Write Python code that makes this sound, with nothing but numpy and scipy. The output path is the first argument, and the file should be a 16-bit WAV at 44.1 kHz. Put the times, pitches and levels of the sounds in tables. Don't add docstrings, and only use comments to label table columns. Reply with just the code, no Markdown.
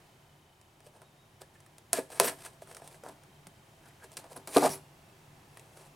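import sys
import numpy as np
from scipy import signal
from scipy.fft import rfft, irfft
from scipy.io import wavfile
from scipy.ndimage import uniform_filter1d

SR = 44100
rng = np.random.default_rng(int(sys.argv[2]) if len(sys.argv) > 2 else 0)


def materialize(psi):
    bounded = np.clip(np.atleast_2d(psi).T, -1, 1)
    quanta = np.round(bounded * 32767).astype(np.int16)
    wavfile.write(sys.argv[1], SR, quanta)


N = 262777
T = np.arange(N) / SR
TURN_S = 2.9


def undb(db):
    return 10 ** (np.asarray(db) / 20)


def unit(x):
    return x / np.sqrt(np.mean(x ** 2) + 1e-20)


def energy(x):
    return x / np.sqrt(np.sum(x ** 2) + 1e-20)


def peak(x, db):
    return x * undb(db) / np.max(np.abs(x))


def butter(x, hz, kind):
    return signal.sosfilt(signal.butter(2, hz, kind, fs=SR, output="sos"), x)


def through(x, response):
    return signal.fftconvolve(x, response)[:len(x)]


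def add(out, s, x):
    i = int(s * SR)
    out[i:i + len(x)] += x[:N - i]


def gains(points, size):
    hz, db = np.transpose(points)
    bin_hz = np.arange(size // 2 + 1) * SR / size
    return undb(np.interp(np.log(bin_hz + 1), np.log(hz), db))


def colour(points, size=2048):
    cepstrum = irfft(np.log(gains(points, size)))
    cepstrum[1:size // 2] *= 2
    cepstrum[size // 2 + 1:] = 0
    return energy(irfft(np.exp(rfft(cepstrum))))


def ring(hz, t60, size=12000):
    return np.sin(2 * np.pi * hz * T[:size]) * np.exp(-np.log(1000) * T[:size] / t60)


def walk(rate):
    step = max(int(SR / rate), 1)
    stairs = np.repeat(rng.standard_normal(N // step + 1), step)
    return unit(uniform_filter1d(stairs, step)[:N])


def grains(rate, spread_db):
    happens = rng.random(N) < rate / SR
    sign = np.sign(rng.standard_normal(N))
    scatter = np.clip(rng.standard_normal(N), -2, 2)
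    return unit(happens * sign * undb(spread_db * scatter))


# pitch in Hz, side level against the middle in dB.
PORT_DIFFERENCE = [(60, -36.5), (110, -30.5), (200, -15.5), (380, -10), (700, -7.5), (1290, -2),
                   (2380, -3.5), (4400, -5.5), (8120, -11), (15000, -38.5)]


def diffuse(mid, side):
    side = irfft(rfft(side) * gains(PORT_DIFFERENCE, N), N)
    return np.array([mid + side, mid - side])


# pitch in Hz, relative level in dB.
AIR_SPECTRUM = [(12, -53.5), (20, -9.5), (53, -11.5), (146, -1), (172, -6.5), (270, -11.5), (377, -8),
                (410, -11.5), (446, -14.5), (825, -11), (1290, -19), (2670, -21.5), (4300, -26),
                (9950, -28.5), (16000, -35)]
AIR_DB = -64
# time in seconds, added level in dB.
ROOM_SWELL = [(0, 4), (.5, 0.5), (1.5, 2), (2.6, 4), (3.5, 4), (4.9, 5), (5.96, 5)]
# pitch in Hz, level in dB before the waver and the swell.
MOTOR_HUM = [(81, -82.5), (104, -80), (120, -87.5), (146, -72.5), (665, -83.5)]


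def background(hum_waver_db=2.5):
    air = []
    for noise in rng.standard_normal((2, N)):
        air.append(undb(AIR_DB) * unit(irfft(rfft(noise) * gains(AIR_SPECTRUM, N), N)))
    hum = np.zeros(N)
    for hz, db in MOTOR_HUM:
        tone = unit(np.sin(2 * np.pi * hz * T + 1.16 * walk(9)))
        hum += undb(db + hum_waver_db * walk(8.4)) * tone
    return (diffuse(*air) + hum) * undb(np.interp(T, *np.transpose(ROOM_SWELL)))


# time in seconds, pitch in Hz before a small waver, level in dB before it is made uneven.
WHINE_PATH = [(0, 3040, -71.5), (1.2, 3053, -72.5), (1.7, 3107, -70.5), (3.8, 3110, -70), (4.5, 3104, -69),
              (5.0, 2660, -71.5), (5.96, 2670, -70.5)]


def whine(upper_hz=3730, upper_db=-6, waver=0.0062, uneven_db=2.5):
    s, hz, db = np.transpose(WHINE_PATH)
    wavering_hz = np.interp(T, s, hz) * (1 + waver * walk(90))
    phase = 2 * np.pi * np.cumsum(wavering_hz) / SR
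    pulse = np.cos(np.pi * 29.97 * (T + .004)) ** 4
    level = undb(np.interp(T, s, db) + uneven_db * walk(18))
    tones = np.sin(phase) + undb(upper_db) * np.sin(upper_hz / hz[0] * phase)
    return level * pulse * tones


ROOM_T60_S, ROOM_DB, EARLY_DB = 0.26, -16, -16


def room(x, early_s=0.011, treble_t60_s=0.27, split_hz=2500, size=20000):
    t = T[:size]
    near, far = rng.standard_normal((2, size))
    early = energy(near * np.exp(-t / early_s) * (t > .001))
    low = butter(far, split_hz, "low")
    low_tail = low * np.exp(-np.log(1000) * t / ROOM_T60_S)
    high_tail = (far - low) * np.exp(-np.log(1000) * t / treble_t60_s)
    tail = energy((low_tail + high_tail) * (t > .008))
    return through(x, undb(EARLY_DB) * early + undb(ROOM_DB) * tail)


# time in seconds, pitch in Hz, level in dB.
SQUEAK_PATH = [(1.02, 3690, -83), (1.06, 3820, -70), (1.11, 3660, -79), (1.17, 3650, -76),
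               (1.21, 3800, -69), (1.25, 3740, -72), (1.29, 3530, -85)]


def whistle():
    s, hz, db = np.transpose(SQUEAK_PATH)
    phase = 2 * np.pi * np.cumsum(np.interp(T, s, hz)) / SR
    return np.sin(phase) * undb(np.interp(T, s, db, left=-np.inf, right=-np.inf))


def patch(hz, t60):
    return peak(butter(ring(hz, t60), min(0.64 * hz, SR / 3), "high"), 0)


# pitch in Hz, level in dB before the turn, level in dB after it, time to fade by 60 dB in seconds.
BOX_MODES = [(145.5, -18.5, -12, 0.55), (267, 2.5, 4, 0.093), (291, -8, 0.5, 0.32), (387, -3, -2.5, 0.21),
             (423, -14, -27, 0.061), (471, 0, 8, 0.027), (535, -6, -25, 0.25), (634.5, 10, 5, 0.057),
             (679, 4, -5.5, 0.12), (738, -29.5, -6, 0.053), (816, -4, 3, 0.04), (863, -2, 1, 0.15),
             (950, -12.5, -3, 0.051), (990, 3.5, -13, .05), (1160, -21, -3, 0.057), (1217, 2, 4.5, 0.074),
             (1285, -20, -31, 0.054), (1505, -9, -4, 0.093), (1670, 5, -44, 0.041), (2550, -0.5, -25, .04)]
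# pitch in Hz, relative level in dB.
CARD_FLEX = [(30, -67), (100, -33), (200, -30.5), (330, -4), (480, 0), (680, 2.5), (850, 0.5), (1100, -4),
             (1700, -7.5), (3000, -41.5), (8000, -40)]


def box_response(flex_db):
    hz, before, after, t60 = np.transpose(BOX_MODES)
    modes = np.array([(-1) ** k * ring(hz[k], t60[k]) for k in range(len(hz))])
    responses = []
    for db in (before, after):
        pose = energy(undb(db) @ modes)
        add(pose, 0, undb(flex_db) * colour(CARD_FLEX))
        responses.append(energy(butter(pose, 120, "high")))
    return responses


# pitch in Hz, level in dB before the turn, level in dB after it.
TAPE_HISS = [(313, -37, -48), (930, 1, 1.5), (1597, 0.5, 2.5), (2380, 0.5, 6), (3200, -2, -1.5),
             (4200, -2, 3.5), (5640, -2.5, 0.5), (7200, -4.5, 2.5), (8240, 4, 5.5), (10300, 0.5, 5),
             (12200, -5.5, -1), (14700, -13, -7), (16020, -16.5, -19)]


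def rasp_response():
    hz, before, after = np.transpose(TAPE_HISS)
    return [colour(np.transpose([hz, db])) for db in (before, after)]


def excite(force, responses):
    before = through(force * (T < TURN_S), responses[0])
    after = through(force * (T >= TURN_S), responses[1])
    return before + after


def gestures(rows, sag, release, axis):
    gain = np.zeros(N)
    for row in rows:
        s, hold, attack = row[:3]
        since = T - s
        rise = 20 * np.minimum(since, 0) / attack
        ease = sag * np.clip(since, 0, hold)
        fall = 20 * np.maximum(since - hold, 0) / release
        gain = np.maximum(gain, undb(row[axis] + np.maximum(rise - ease - fall, -200)))
    return gain


# start in seconds, crack peak in dB, box peak in dB before box_db is added, click peak in dB.
CARD_TICKS = [(.6135, -44.5, -58, -59), (0.805, -45, -57, -50.5), (0.8657, -49, -55, -58),
              (1.018, -43, -48, -46), (1.4176, -32.5, -44, -53), (1.604, -43, -60, -52),
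              (1.663, -44, -72, -51.5), (1.7828, -37, -53, -47), (2.1025, -37, -43, -44),
              (2.462, -37, -60, -39), (2.674, -42, -58, -46), (2.713, -40, -46, -39.5),
              (2.748, -31.5, -56, -44), (2.7681, -30.5, -48, -38), (2.799, -48, -48, -62),
              (2.876, -32, -47.5, -41.5), (2.9444, -47, -51, -45), (3.037, -38, -59, -41.5),
              (3.0872, -37, -43, -42), (3.236, -44, -64, -49.5), (3.4694, -32, -44, -37),
              (4.1178, -37.5, -57, -53), (4.1373, -42, -65, -54), (4.1696, -24.5, -49, -49),
              (4.2417, -43, -45.5, -62), (4.375, -40, -56, -55), (4.4742, -24, -38, -35),
              (4.693, -23.5, -31, -37), (5.5721, -35.5, -53, -38), (5.5955, -37, -53, -62),
              (5.7726, -40, -50, -45)]
# pitch in Hz, relative level in dB.
CONTACT_CRACK = [(100, -47), (800, -17.5), (2000, -0.5), (4000, 0), (6800, -3), (9500, 2.5), (12000, -10.5),
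                 (16000, -11.5)]
CRUMBLE_S = 0.0032


def ticks(box_db=2, crumble=0.19, click_hz=1700, click_t60=0.0015, size=12000):
    out, crack, boxes = np.zeros(N), colour(CONTACT_CRACK), box_response(flex_db=18)
    click = patch(click_hz, click_t60)
    for s, top_db, low_db, mid_db in CARD_TICKS:
        force = crumble * rng.standard_normal(size) * np.exp(-T[:size] / CRUMBLE_S)
        force[0] = 1
        box = boxes[int(s > TURN_S)]
        add(out, s, peak(through(force, crack), top_db))
        add(out, s, peak(through(force, box), low_db + box_db))
        add(out, s, peak(through(force, click), mid_db))
    return out


# start of the hold in seconds, hold in seconds, attack in seconds
# (rise of 20 dB, before the start), hiss level in dB, drive into the box in dB before body_db is added.
HAND_SLIDES = [(.865, .006, .06, -63, -59), (.958, .01, 0.04, -68, -57), (1.02, .006, .03, -70, -58),
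               (1.413, 0.0036, 0.013, -53.5, -49.5), (1.55, .005, 0.046, -68, -68),
               (2.48, 0.057, .03, -66, -64), (2.622, .003, .01, -54, -59), (2.69, 0.089, 0.068, -59, -55),
               (2.825, 0.13, .04, -60.5, -55.5), (3.04, .055, .02, -63, -49), (3.11, .015, .03, -63, -55),
               (3.86, .03, .07, -67, -64), (4.043, .004, .035, -54.5, -49.5), (4.125, 0.014, .02, -59, -57),
               (4.247, .02, .015, -68, -54), (4.328, 0.0074, 0.092, -59, -52.5),
               (5.56, .17, 0.094, -69.5, -63), (5.785, 0.08, 0.13, -62, -57)]
SLIDE_SAG_DB_PER_S, SLIDE_RELEASE_S = 7, 0.03


def sliding(body_db=-1, grip_db=3.0):
    drag = unit(grains(rate=7000, spread_db=4.0) * undb(grip_db * walk(76)))
    rubbing = gestures(HAND_SLIDES, SLIDE_SAG_DB_PER_S, SLIDE_RELEASE_S, axis=3)
    pressing = gestures(HAND_SLIDES, SLIDE_SAG_DB_PER_S, SLIDE_RELEASE_S, axis=4)
    hiss = excite(drag * rubbing, rasp_response())
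    return hiss + undb(body_db) * excite(drag * pressing, box_response(flex_db=11.5))


def crinkles(per_s=30, spread_db=3, crinkle_db=-12):
    rubbing = gestures(HAND_SLIDES, SLIDE_SAG_DB_PER_S, SLIDE_RELEASE_S, axis=3)
    force = grains(per_s, spread_db) * rubbing
    return undb(crinkle_db) * through(force, colour(CONTACT_CRACK))


# start in seconds, length in seconds, level in dB, pitch in Hz.
HISS_BANDS = [(1.399, 0.046, -63, 1740), (1.548, .019, -62.5, 1750), (2.108, 0.066, -54, 8850),
              (2.23, 0.064, -38, 13000), (3.83, .062, -63.5, 1560), (3.897, 0.02, -63, 1950),
              (3.999, 0.0066, -56, 1650), (4.011, .041, -56.5, 1640), (4.31, 0.033, -61, 10500),
              (4.358, 0.019, -47.5, 10100), (4.483, 0.074, -51, 9300), (4.62, 0.054, -42.5, 5300),
              (4.688, 0.066, -47, 5670), (4.69, 0.084, -44.5, 10200)]
BAND_CYCLES = 20


def hiss_bands():
    out, hiss = np.zeros(N), grains(rate=9000, spread_db=3)
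    for s, length, db, hz in HISS_BANDS:
        swell = np.sin(np.pi * np.clip((T - s) / length, 0, 1))
        band = energy(patch(hz, BAND_CYCLES / hz))
        out += undb(db) * through(hiss * swell, band)
    return out


def spring_back(hz, cycles, box, box_db):
    return patch(hz, cycles / hz) + peak(box, box_db)


# start in seconds, patch peak in dB, patch pitch in Hz,
# cycles it rings while fading 60 dB, whole box against the patch in dB.
WALL_THUMPS = [(.868, -48.5, 597, 47, -5), (1.419, -50.5, 540, 21, -10), (1.932, -24.5, 690, 25, -8.5),
               (1.9858, -21.5, 474, 14, -9), (1.989, -28.5, 305, 9.3, -12), (2.1997, -14, 980, 12, -11),
               (2.2006, -15.5, 530, 12, -18), (2.2052, -21, 398, 29, -0.5), (2.266, -34.5, 271, 21, -6),
               (2.6216, -37.5, 638, 17, -7.5), (2.8202, -42.5, 700, 9, -3), (3.036, -41, 565, 18, -0.5),
               (3.064, -35, 776, 5.1, -11.5), (3.469, -47, 169, 10, -22), (4.243, -50, 1004, 18, -4),
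               (4.361, -43.5, 714, 19, 2), (4.5638, -6.5, 441, 10.3, -4), (4.5643, -14.5, 288, 31, -22),
               (4.5688, -29.5, 1125, 51, 9.5), (4.573, -14.5, 727, 28, -6.5), (4.5841, -18.5, 460, 14, -5),
               (4.6279, -26, 271, 35, -6), (4.6284, -18.5, 812, 49, -6), (4.697, -36, 173, 5, -5)]
# start in seconds,
# length in seconds, peak in dB and pitch of the freed patch in Hz, both before random scatter.
FLUTE_JUDDERS = [(2.222, .05, -34, 440), (4.622, .046, -19.5, 720)]
FLUTES_PER_S, CARD_CYCLES, FLUTE_BOX_DB = 160, 24.4, -8
FLUTE_SCATTER, FLUTE_SCATTER_DB, FLUTE_PITCH_SPREAD = .2, 1.5, 0.087


def thumps():
    out, boxes = np.zeros(N), box_response(flex_db=-7.0)
    for s, db, hz, cycles, box_db in WALL_THUMPS:
        add(out, s, undb(db) * spring_back(hz, cycles, boxes[int(s > TURN_S)], box_db))
    for s, length, db, hz in FLUTE_JUDDERS:
        box = boxes[int(s > TURN_S)]
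        for k in range(int(np.ceil(length * FLUTES_PER_S))):
            late, loud, high = rng.standard_normal(3)
            jump = spring_back(hz * np.exp(FLUTE_PITCH_SPREAD * high), CARD_CYCLES, box, FLUTE_BOX_DB)
            start = s + (k + FLUTE_SCATTER * late) / FLUTES_PER_S
            add(out, start, undb(db + FLUTE_SCATTER_DB * loud) * jump)
    return out


# start in seconds, crack peak in dB, ring of the tape against it in dB before tape_db is added.
TAPE_POPS = [(1.9316, -2, -39), (1.9339, -12.5, -28.5), (2.1996, 3.5, -9.5), (4.569, -10.5, 9)]
# pitch in Hz, relative level in dB.
BURST_CRACK = [(60, -50), (400, -51), (1500, -8), (3000, -11), (6000, -7), (8200, -3.5), (9900, 1),
               (12000, -8), (16000, -20)]


def pops(tape_hz=4300, tape_t60=0.0018, tape_db=-12, splinter=0.079, splinter_s=0.0009, size=2048):
    out, crack = np.zeros(N), colour(BURST_CRACK)
    for s, db, ring_db in TAPE_POPS:
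        force = splinter * rng.standard_normal(size) * np.exp(-T[:size] / splinter_s)
        force[0] = 1
        add(out, s, peak(through(force, crack), db))
        add(out, s, undb(db + ring_db + tape_db) * patch(tape_hz, tape_t60))
    return out


# start of the hold in seconds, hold in seconds, attack in seconds
# (rise of 20 dB, before the start), rasp of parting fibres in dB, drive into the box in dB before body_db is added.
BLADE_STROKES = [(1.932, 0.05, 0.0045, -37, -36), (2.126, .002, 0.028, -47.5, -44.5),
                 (2.17, .027, 0.068, -49.5, -47.5), (2.203, 0.021, 0.0065, -36.5, -30),
                 (2.248, 0.036, 0.071, -31.5, -33), (2.458, 0.0036, 0.11, -47.5, -50.5),
                 (4.171, 0.0046, 0.0028, -43, -44.5), (4.363, 0.0093, 0.006, -53.5, -44),
                 (4.476, 0.012, 0.0037, -47, -42), (4.569, 0.012, .05, -32, -32),
                 (4.628, .04, 0.073, -34.5, -29.5), (4.7, 0.052, .03, -44.5, -45)]
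STROKE_SAG_DB_PER_S, RASP_RELEASE_S, BOX_RELEASE_S = 26, 0.037, 0.054


def cutting(catch_db=2.5, catch_rate=240, shake_db=2.0, body_db=-2):
    catches = walk(catch_rate)
    tape = unit(grains(rate=12000, spread_db=4.5) * undb(catch_db * catches))
    card = unit(grains(rate=6500, spread_db=0.5) * undb(shake_db * catches))
    parting = gestures(BLADE_STROKES, STROKE_SAG_DB_PER_S, RASP_RELEASE_S, axis=3)
    pushing = gestures(BLADE_STROKES, STROKE_SAG_DB_PER_S, BOX_RELEASE_S, axis=4)
    rasp = excite(tape * parting, rasp_response())
    return rasp + undb(body_db) * excite(card * pushing, box_response(flex_db=0.5))


def scene(side_db=1):
    quiet = whistle() + ticks() + sliding() + crinkles() + hiss_bands()
    loud = thumps() + pops() + cutting()
    direct = quiet + loud
    reflections = diffuse(room(direct), undb(side_db) * room(direct))
    return background() + whine() + reflections + direct


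TOP_HZ = 16200


def record(dry):
    low_pass = signal.ellip(10, .2, 85, TOP_HZ, fs=SR, output="sos")
    return signal.sosfilt(low_pass, np.clip(dry, -1, 1))


dry = scene()
out = record(dry)
materialize(out)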